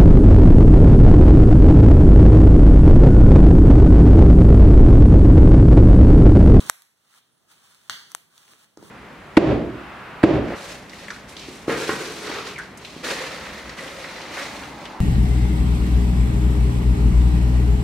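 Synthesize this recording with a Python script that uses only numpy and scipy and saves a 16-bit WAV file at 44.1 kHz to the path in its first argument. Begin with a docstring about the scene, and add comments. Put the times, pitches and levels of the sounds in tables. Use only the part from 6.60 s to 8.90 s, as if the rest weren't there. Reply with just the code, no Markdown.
"""Fingers burst three bubbles of bubble wrap: the film rips and snaps, and the trapped air puffs out.
The sheet lies on a cloth-covered table in a small, echoing room. Between pops it rustles and ticks,
and a faint whistle passes. At the end the hand knocks twice on the table and drags the sheet.
A camera close by widens the stereo, overloads on the first pop and turns its gain down after it."""
import sys
import numpy as np
from scipy import signal
from scipy.fft import rfft, irfft
from scipy.io import wavfile
from scipy.ndimage import uniform_filter1d

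SR = 44100
rng = np.random.default_rng(int(sys.argv[2]) if len(sys.argv) > 2 else 0)


def unload_audio(sound):
    """Save the sound as a 16-bit wav file, at the path given as the first command line argument."""
    columns = np.transpose(np.atleast_2d(sound))
    # keep every value between -1 and 1, then stretch to whole-number steps
    steps = np.round(np.clip(columns, -1, 1) * 32767)
    wavfile.write(sys.argv[1], SR, steps.astype(np.int16))


N = 101429
T = np.arange(N) / SR
HZ = np.fft.rfftfreq(2 * N, 1 / SR)

# Tone of the room's air, its echo, the dragged sheet and the rustling film.
# Each row: frequency in Hz, relative level in dB.
AIR_TONE = [(20, -9), (60, -9), (150, -0.5), (300, -6), (700, -12.5), (1500, -15.5), (4000, -20),
            (9000, -19.5), (15000, -23)]
ROOM_TONE = [(100, 4.5), (500, -1), (1300, -5.5), (2500, 3), (4000, 0.5), (5500, -4), (7000, -3.5),
             (10000, -4), (15000, -0.5)]
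DRAG_TONE = [(30, -13.5), (70, -8.5), (140, 3), (250, -1.5), (420, -3.5), (700, -17), (1200, -11),
             (2200, -25), (6000, -44.5)]
FILM_TONE = [(100, -21.5), (400, -12.5), (800, -4.5), (1300, 2), (2200, -3.5), (3400, 0.5), (4800, -4),
             (7000, -2.5), (9200, -1), (11500, -9), (15000, -6)]
# The room's echo. Each row: frequency in Hz, seconds to fade by 60 dB.
ROOM_FADE = [(100, 0.32), (400, .42), (1300, .52), (3500, .55), (8000, .56), (15000, 0.46)]
# One curve for each move of the hand. Each point: time in seconds, level in dB.
DRAG_CURVES = [
    [(0, -47.5), (.05, -48.5), (.095, -53.5), (.105, -70)],
    [(1.29, -64), (1.4, -72.5), (1.54, -68), (1.57, -80)],
    [(1.85, -77), (1.93, -65), (2.03, -79)],
    [(2.175, -56), (2.235, -51), (2.3, -55.5)],
]
RUSTLE_CURVES = [
    [(0, -42), (.06, -45.5), (.095, -41), (.105, -35)],
    [(.36, -67.5), (.46, -61), (.53, -54), (.585, -50), (.61, -71.5), (.7, -73), (.86, -70)],
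    [(.86, -72), (.915, -52), (.95, -60.5), (1.01, -61), (1.04, -58), (1.11, -57.5), (1.2, -62),
     (1.29, -59.5)],
    [(1.3, -58), (1.4, -60.5), (1.48, -62), (1.52, -51), (1.56, -76), (1.63, -74)],
    [(1.7, -66.5), (1.78, -55.5), (1.86, -58), (1.92, -53), (1.97, -62), (2.04, -54.5), (2.07, -71.5),
     (2.16, -76)],
    [(2.17, -64.5), (2.21, -59.5), (2.245, -52), (2.3, -52)],
]
# Creases flipping. Each row: start in seconds, level in dB, pitch in Hz, width in Hz.
CREASES = [(0.005, -13.5, 3990, 3960), (0.065, -18, 7970, 6990), (0.221, -16.5, 10000, 25200),
           (0.54, -29.5, 2500, 3020), (1.147, -28.5, 5000, 6026), (1.518, -18, 9300, 14000),
           (1.779, -19, 3920, 3510), (1.88, -23.5, 2500, 2000), (1.935, -17.5, 1097, 1100)]
# How the table rings. Each row: pitch in Hz, width in Hz, level in dB.
TABLE_RINGS = [(123, 85, -1.5), (304, 270, 4), (1233, 210, -16)]
# The hand on the table. 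Each row: start in seconds, thud level in dB, nail click level in dB.
HAND_KNOCKS = [(2.1733, -1, -17), (2.227, -2, -23)]
# Bursting bubbles. Each row: start in seconds, puff level in dB and pitch in Hz, snap level in dB,
# pitch and width in Hz, the same three for the rip, smear in seconds, then table echo, finger thud,
# left over right and room echo, all in dB.
BUBBLES = [(0.0979, 15, 1300, 11, 5870, 2945, 13.5, 11000, 5006, .0007, -38, -29.5, 1, -12.5),
           (1.2969, 3, 1380, 1.5, 4350, 2720, -18, 10040, 1480, 0.000816, -7.5, -8, 3, 2),
           (1.5492, -1.5, 1155, -2, 6700, 4430, -3, 13240, 5050, 0.00016, -19, -23, 8.5, -13)]
# Tone of each microphone, and how much of the other side is taken away to widen the stereo.
# Each row: frequency in Hz, gain in dB.
LEFT_MIC = [(100, -0.5), (1400, 0.5), (2500, -1.5), (5000, -.5), (8200, -1), (10000, -0.5), (12000, -13),
            (15000, -12)]
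RIGHT_MIC = [(100, 2.5), (1400, 1.5), (2500, -.5), (5000, 0), (8200, -3), (10000, 0), (12000, -0.5),
             (15000, -0.5)]
WIDENING = [(100, -8), (500, -7.5), (1200, 0), (2500, -4.96), (5000, -3.06), (7500, -8), (15000, -9.5)]

CRUNCH_S = .00079  # fade time of a tick or nail click


def amp(db):
    """Turns decibels into a gain."""
    return 10 ** (np.asarray(db) / 20)


def evened(x):
    """Scales a sound to an average power of 1."""
    return x / np.sqrt(np.mean(x ** 2) + 1e-20)


def read(points, hz=HZ):
    """Looks up a table on a log-frequency axis."""
    f, value = np.transpose(points)
    return np.interp(np.log(hz + 1), np.log(f), value)


def level(curves):
    """Gain over time from several level curves, silent between them."""
    return sum(amp(np.interp(T, *np.transpose(c), left=-150, right=-150)) for c in curves)


def filtered(x, response):
    """Applies a response: a gain and a phase shift for each frequency."""
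    return irfft(rfft(x, 2 * N) * response)[..., :N]


def colour(points):
    """Response with a table's tone that never rings ahead of the sound."""
    log_gain = np.log(amp(read(points, np.abs(np.fft.fftfreq(2 * N, 1 / SR)))))
    return np.exp(np.conj(signal.hilbert(log_gain)))[:N + 1]


def delay(s):
    """Response that makes a sound s seconds late."""
    return np.exp(-2j * np.pi * HZ * s)


def ring(hz, width):
    """Response that rings at one pitch; a wider one dies sooner."""
    return 1j * HZ * width / (hz ** 2 - HZ ** 2 + 1j * HZ * width)


def fizz(fade_s):
    """Response of a tiny dying burst of noise."""
    burst = rng.standard_normal(N) * np.exp(-T / fade_s)
    return rfft(evened(burst), 2 * N) / np.sqrt(N)


def strike(start, response):
    """One blow with this response, at a start time in seconds."""
    top_cut = 1 + (HZ / (.42 * SR)) ** 60
    return irfft(response * delay(round(start * SR) / SR) / top_cut)[:N]


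def diffuse(pair, mic_gap_s=.00053):
    """Sound from all sides: the two microphones agree only in the bass."""
    same = .82 * np.sinc(2 * HZ * mic_gap_s)
    right = filtered(pair[0], same) + filtered(pair[1], np.sqrt(1 - same ** 2))
    return np.array([pair[0], right])


def near(x, lag_s=.00003):
    """Direct sound, reaching the left microphone first."""
    return np.array([x, filtered(x, delay(lag_s))])


def wash(tone):
    """Steady noise from all sides with the given tone."""
    return evened(diffuse(filtered(rng.standard_normal((2, N)), colour(tone))))


def air():
    """The room's air makes a quiet, steady hush."""
    return amp(-68) * wash(AIR_TONE)


def room(x, onset_s=.004):
    """Many reflections blur into an echo, each band dying at its own speed."""
    hz, t, bands = signal.stft(rng.standard_normal((2, N)), SR, nperseg=256)
    fade = amp(-60 * t / read(ROOM_FADE, hz)[:, None])
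    tail = signal.istft(bands * fade, SR, nperseg=256)[1][:, :N]
    tail = diffuse(tail * np.minimum(T / onset_s, 1) ** 2)
    echo = signal.fftconvolve(x[None], evened(tail) / np.sqrt(N), axes=1)[:, :N]
    return filtered(echo, colour(ROOM_TONE))


def whistle(start_s=.67, length_s=.18):
    """A faint, thin whistle comes and goes while the hand is lifted."""
    swell = np.sin(np.pi * np.clip((T - start_s) / length_s, 0, 1))
    thin_noise = evened(filtered(rng.standard_normal(N), ring(hz=9370, width=280) ** 2))
    return near(amp(-72) * swell * thin_noise)


def drag():
    """The sheet rumbles as it slides over the cloth."""
    return level(DRAG_CURVES) * wash(DRAG_TONE)


def grains(per_s, spread_db):
    """Random clicks of uneven size."""
    size = amp(spread_db * np.minimum(rng.exponential(1, (2, N)), 4))
    sign = rng.choice([-1, 1], (2, N))
    return evened(size * sign * (rng.random((2, N)) < per_s / SR))


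def rustle():
    """Tiny crinkles and a few larger snaps all over the sheet, with the hiss of skin rubbing on film."""
    crinkles = grains(per_s=2700, spread_db=4.5)
    snaps = amp(-9.5) * grains(per_s=110, spread_db=3)
    rub = amp(-.5) * rng.standard_normal((2, N))
    film = evened(filtered(crinkles + snaps + rub, colour(FILM_TONE))) * level(RUSTLE_CURVES)
    return amp(-.5) * (diffuse(film) + amp(-5) * room(film[0]))


def ticks():
    """Single creases flip over with a short crunch."""
    x = sum(strike(start, amp(db) * ring(hz, width) * fizz(CRUNCH_S)) for start, db, hz, width in CREASES)
    return near(x) + amp(-7) * room(x)


def knocks():
    """A nail clicks on the film and the soft hand thuds on the padded table."""
    thud = sum(amp(db) * ring(hz, width) ** 2 for hz, width, db in TABLE_RINGS)
    nail = ring(hz=5600, width=1500) * fizz(CRUNCH_S)
    x = sum(strike(start, amp(nail_db) * nail - amp(db) * thud) for start, db, nail_db in HAND_KNOCKS)
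    return near(x) + amp(-5.5) * room(x)


def smear(smear_s, fast_hz=14800):
    """Treble runs through the film faster than the middle range, which smears a crack."""
    return delay(smear_s * (1 - HZ / fast_hz / 2))


def pops():
    """Each bubble rips, its film snaps, the trapped air puffs out and the finger drops onto the table."""
    direct, to_room = np.zeros((2, N)), np.zeros(N)
    for (start, puff_db, puff_hz, snap_db, snap_hz, snap_width, rip_db, rip_hz, rip_width,
         smear_s, echo_db, thud_db, pan_db, room_db) in BUBBLES:
        snap = amp(snap_db) * ring(snap_hz, snap_width)
        rip = amp(rip_db) * ring(rip_hz, rip_width)
        film = (snap - rip) * smear(smear_s)
        puff = amp(puff_db) * ring(puff_hz, width=886)
        thud = amp(thud_db) * ring(hz=130, width=190)
        burst = puff + film + thud
        tear = amp(-3.5) * film * fizz(fade_s=.0008)
        table_echo = amp(echo_db) * film * delay(.0022)
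        pan = amp([[pan_db / 2], [-pan_db / 2]])
        direct += near(strike(start, burst + tear + table_echo)) * pan
        to_room += amp(room_db) * strike(start, burst)
    return direct + room(to_room)


def widen(x, lag_s=.000403, feedback=.18):
    """Each side takes away a late, repeating copy of the other, which widens the stereo."""
    cross = amp(read(WIDENING)) * delay(lag_s)
    mid = filtered((x[0] + x[1]) / 2, (1 - cross) / (1 - feedback * cross))
    side = filtered((x[0] - x[1]) / 2, (1 + cross) / (1 + feedback * cross))
    return np.sqrt(1 + feedback) * np.array([mid + side, mid - side])


def turn_down(x, limit_db=-15.5, recover_db_per_s=11, react_s=.0011):
    """The camera lowers its gain just after a loud sound, then slowly brings it back."""
    power = abs(uniform_filter1d((x ** 2).mean(0), size=44))
    power_db = 10 * np.log10(power + 1e-12)
    recovery_db = T * recover_db_per_s
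    peak_db = np.maximum.accumulate(power_db + recovery_db) - recovery_db
    over_db = np.maximum(peak_db - limit_db, 0)
    return x * amp(-np.interp(T - react_s, T, over_db))


def scene():
    """Adds up the pops, the handling sounds and the air of the room."""
    return pops() + ticks() + knocks() + rustle() + whistle() + drag() + air()


def record(dry, low_cut_hz=65, high_cut_hz=15900):
    """The camera widens and colours the sound, tames loud peaks and trims the lowest bass and top treble."""
    x = filtered(widen(dry), amp([read(LEFT_MIC), read(RIGHT_MIC)]))
    x = np.clip(turn_down(x), -1, 1)  # the first pop overloads before the gain drops
    x = signal.sosfilt(signal.butter(2, low_cut_hz, "high", fs=SR, output="sos"), x)
    treble_cut = signal.firwin(161, high_cut_hz, window=("kaiser", 8), fs=SR)
    return signal.oaconvolve(x, treble_cut[None], "same")


dry = scene()
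out = record(dry)
unload_audio(out)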